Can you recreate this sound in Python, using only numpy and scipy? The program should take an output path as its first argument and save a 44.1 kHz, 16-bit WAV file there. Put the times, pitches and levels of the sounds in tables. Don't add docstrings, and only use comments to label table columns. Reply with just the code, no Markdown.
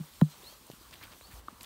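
import sys
import numpy as np
from scipy import signal
from scipy.fft import rfft, irfft, next_fast_len
from scipy.io import wavfile
from scipy.ndimage import uniform_filter1d, map_coordinates

SR = 44100
rng = np.random.default_rng(int(sys.argv[2]) if len(sys.argv) > 2 else 0)


def file_out(sig):
    cols = np.atleast_2d(sig).T
    lim = np.clip(cols, -1, 1)
    pcm = np.round(lim * 32767).astype(np.int16)
    wavfile.write(sys.argv[1], SR, pcm)


def boost(x):
    u = np.asarray(x, float) / 20
    return 10 ** u


N = 72765


def box():
    # start_s, boom_db, crack_over_boom_db
    knocks = [
        (-.0068, -25.5, 0),
        (-.0006, -25, -8),
        (.2129, .3, 0.5),
    ]
    # pitch_hz, level_db, t60_s, lag_s
    air_modes = [(155.2, -0.5, 0.076, 0.0047), (181, 22, 0.023, 0.00625), (249.4, 6.5, 0.028, 0.0031),
                 (337, -4, .028, .0012), (152, -17, .14, 0.0051)]
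    # pitch_hz, level_db, t60_s, lag_s
    plank_modes = [(535, -27, .032, 0.0029), (700, -20, .011, .0031), (995, -30, .026, .0003),
                   (1215, -34, .018, 0.0032), (1450, -32, .01, .0006), (1750, -25, 0.0076, .0001),
                   (3000, -36, .012, .0008), (3400, -37.5, 0.0099, 0.00095), (3890, -30.5, 0.0082, .0001)]
    crack_db, crack_t60_s = -37, 0.011
    out = np.zeros(N)
    t = np.arange(N) / SR
    for start_s, boom_db, hard_db in knocks:
        for hz, level_db, t60_s, lag_s in air_modes:
            add_ring(out, start_s + lag_s, boom_db + level_db, hz, t60_s, rise_s=0.0134)
        for hz, level_db, t60_s, lag_s in plank_modes:
            add_ring(out, start_s + lag_s, boom_db + hard_db + level_db, hz, t60_s, rise_s=0.00032)
        decay_db = -60 * abs(t - start_s) / crack_t60_s
        crack = boost(boom_db + hard_db + crack_db + decay_db) * rng.standard_normal(N)
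        out += (t > start_s) * crack
    return out


def steps():
    # start_s, level_db, pitch_hz (minus: first pull), t60_s
    thuds = [(.6994, -32, -310, .011), (0.7, -41, 134, 0.038), (0.734, -37.5, 195, 0.019),
             (.742, -50, 500, 0.007), (.433, -45, 403, 0.017), (.525, -47, 604, 0.017),
             (.81, -50, 326, .03), (.915, -48.5, 151, 0.037), (1.012, -49, 107, 0.073),
             (1.035, -49.5, 300, 0.034), (1.218, -45, 54, 0.11), (1.332, -43.5, -55, .35),
             (1.332, -42, 118, 0.039), (1.483, -40, 302, 0.021), (1.526, -47, 238, 0.039),
             (1.613, -46.5, 241, 0.022)]
    # start_s, level_db, pitch_hz (minus: first pull), t60_s
    snaps = [(.137, -46.5, 3120, .004), (.668, -37, 9000, .001), (.7004, -37, 5000, 0.0014),
             (.7003, -33, -640, .007), (.716, -27, 3400, 0.00087), (.716, -36.5, 11000, 0.00074),
             (.9293, -39, 2200, 0.0023), (.9365, -36, 3280, 0.0022), (.9402, -35, 3420, 0.0029),
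             (1.0355, -33.5, 2500, 0.0024), (1.0385, -34, 2220, 0.0017), (1.2105, -44, 1070, 0.0074),
             (1.2105, -42.5, 597, 0.0094), (1.211, -45, 2370, .004), (1.2386, -49, 11000, .001),
             (1.272, -42, 8000, .001), (1.4836, -42, 3600, .002), (1.4841, -42, -680, .008),
             (1.6445, -37, 3480, .003)]
    # start_s, level_db, pitch_hz (minus: first pull), t60_s, rise_s
    stick_pop = (1.4833, -9, -1190, .008, .0016)
    rise_cycles = 0.31
    out = np.zeros(N)
    for start_s, level_db, hz, t60_s in thuds + snaps:
        add_ring(out, start_s, level_db + 5, hz, t60_s, rise_cycles / abs(hz))
    add_ring(out, *stick_pop)
    return out


def litter():
    # start_s, spread_s, level_db, pitch_hz
    crunches = [(.3, .03, -66, 4500), (0.421, 0.047, -70, 3160), (0.909, 0.0059, -61, 4500),
                (.927, .009, -59, 2500), (.938, .003, -56, 11000), (.96, 0.031, -69, 3800),
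                (1.025, 0.018, -59.5, 3000), (1.01, .05, -65, 1310), (1.036, 0.0045, -53, 13000),
                (1.118, .014, -62, 3240), (1.31, .02, -65.5, 2130), (1.31, .045, -62.5, 10000),
                (1.608, .003, -56.5, 3230), (1.608, 0.0086, -58, 8900), (1.6313, .0015, -47, 10400),
                (1.6327, 0.0054, -59, 6500), (1.636, 0.011, -61, 4000)]
    grains_per_s, pitch_spread, decay_cycles, scatter_db = 1800, 0.27, 1.27, 4.5
    out = np.zeros(N + SR)
    k = np.arange(160)
    for start_s, spread_s, level_db, hz in crunches:
        count = int(2 * spread_s * grains_per_s) + 8
        draw = rng.standard_normal((400, 3))[:count]
        start = ((start_s + spread_s * abs(draw[:, :1])) * SR).astype(int)
        ratio = np.exp(pitch_spread * draw[:, 1:2])
        cycles = np.minimum(hz * ratio, 15500) * k / SR
        swing = np.exp(-cycles / decay_cycles) * np.sin(2 * np.pi * cycles)
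        grains = boost(level_db + 9 + scatter_db * draw[:, 2:]) * ratio * swing
        out += np.bincount((start + k).ravel(), grains.ravel(), N + SR)[:N + SR]
    return out[:N]


def boot():
    # start_s, length_s, top_hz, level_db, peak_share (of length)
    squeaks = [
        (0.297, .05, 4220, -64.5, .5),
        (.432, .12, 4473, -56.5, 0.36),
        (.45, .115, 3260, -66, .55),
        (1.2, .14, 4560, -63, 0.32),
    ]
    start_ratios = [0.97, 0.8, .78, .81]
    settle_s, octave_db, flutter_db = .036, -6, 2.5
    peak_width, tail_db = .18, -7
    out = np.zeros(N)
    for (start_s, length_s, top_hz, level_db, peak), start_ratio in zip(squeaks, start_ratios):
        t = np.clip(np.arange(N) / SR - start_s, 0, length_s)
        climb = 1 - (1 - start_ratio) * np.exp(-(t / settle_s) ** 1.84)
        pitch_hz = top_hz * climb * (1 + 0.0049 * wobble(150))
        u = t / length_s
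        bump = np.exp(-((u - peak) / peak_width) ** 2)
        tail = boost(tail_db) * np.sqrt(abs(np.sin(np.pi * u)))
        shape = (bump + tail) * (u > 0) * (u < 1)
        phase = 2 * np.pi * np.cumsum(pitch_hz) / SR
        octave = boost(octave_db) * (top_hz < 4000) * np.sin(2 * phase)
        out += shape * boost(level_db + 3.5 + flutter_db * wobble(90)) * (np.sin(phase) + octave)
    return out


def trunks(x):
    echo_db, t60_s, dull_hz = -28.5, 0.18, 900
    t = np.arange(SR // 3) / SR
    tail = rng.standard_normal(len(t)) * boost(-60 * t / t60_s) * (t > .006)
    wet = signal.fftconvolve(x, tail / np.linalg.norm(tail))[:N]
    return boost(echo_db) * filtered(wet, lambda hz: 1 / (1 + 1j * hz / dull_hz))


def ambience():
    # time_s, hiss_db, rumble_db
    movement = [(0, -60.5, -62), (.3, -59.5, -67), (.52, -59, -64), (.62, -61, -69), (.8, -61, -64),
                (.88, -62.5, -60.5), (.95, -62, -59.5), (1.1, -60, -60), (1.18, -61.5, -63),
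                (1.3, -61.5, -62), (1.39, -59, -55), (1.415, -66.5, -60.5), (1.59, -64, -58),
                (1.65, -58, -65)]
    # freq_hz, density_db (per Hz)
    hiss_spectrum = [(1500, -12.5), (3000, -1.5), (4300, 0), (5200, -4), (9000, -3.5), (10500, -7.5),
                     (12000, -4), (15750, -5)]
    # freq_hz, density_db (per Hz)
    wood_spectrum = [(90, -7), (200, 1), (450, -4.5), (750, -6), (1100, -1.5), (1500, -7.5), (2200, -13),
                     (5000, -26.5)]
    # freq_hz, density_db (per Hz)
    rumble_spectrum = [(20, -24), (35, -4), (55, 1.5), (90, -6), (140, -13.5), (200, -50)]
    wood_db, wood_follows, hiss_over_db = -60.5, 0.34, 2
    time_s, hiss, low = np.transpose(movement)
    t = np.arange(N) / SR
    hiss_db = np.interp(t, time_s, hiss)
    rumble_db = np.interp(t, time_s, low)
    hiss_gain = boost(hiss_db + hiss_over_db + .7 * wobble(40.04) + 0.72 * wobble(11.78))
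    out = hiss_gain * rush(hiss_spectrum, patchy_db=1.4)
    wood_gain = boost(wood_db + wood_follows * (hiss_db - hiss_db.mean()) + 1.56 * wobble(15))
    out += wood_gain * rush(wood_spectrum, patchy_db=1.57)
    return out + boost(rumble_db + 2.7 * wobble(12)) * rush(rumble_spectrum, patchy_db=0.2)


def add_ring(out, start_s, level_db, hz, t60_s, rise_s):
    first = max(int(start_s * SR) + 1, 0)
    k = np.arange(first, min(int((start_s + 1.5 * t60_s) * SR), N))
    t = k / SR - start_s
    rise = (1 - np.exp(-t / rise_s)) ** 2
    out[k] += boost(level_db - 60 * t / t60_s) * rise * np.sin(2 * np.pi * hz * t)


def rush(spectrum, patchy_db):
    z = signal.stft(rng.standard_normal(N), nperseg=512)[2]
    field = uniform_filter1d(rng.standard_normal(z.shape), size=8, axis=0)
    field = uniform_filter1d(field, size=8, axis=1)
    x = signal.istft(z * boost(patchy_db * unit(field)), nperseg=512)[1][:N]
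    f, db = np.transpose(spectrum)

    def colour(hz):
        return boost(np.interp(np.log(hz + 1), np.log(f), db, left=-120, right=-120))
    return unit(filtered(x, colour))


def unit(x):
    return x / np.sqrt(np.mean(x ** 2) + 1e-20)


def wobble(rate_hz):
    knots = rng.standard_normal(int(N * rate_hz / SR) + 4)
    return map_coordinates(knots, [np.arange(N) * rate_hz / SR])


def filtered(x, response):
    m = next_fast_len(N + SR // 2)
    return irfft(rfft(x, m) * response(np.fft.rfftfreq(m, 1 / SR)), m)[:N]


def scene():
    near = box() + steps() + litter()
    return (near + trunks(near) + boot() + ambience())[None]


def band_limit(x):
    return signal.sosfilt(signal.butter(12, 16790, fs=SR, output="sos"), x)


def record(dry):
    port_hz, top_hz = 42, 15900
    mic = filtered(dry[0], lambda hz: (hz < top_hz) * (1j * hz / (port_hz + 1j * hz)) ** 2)
    return band_limit(mic[None])


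dry = scene()
out = record(dry)
file_out(out)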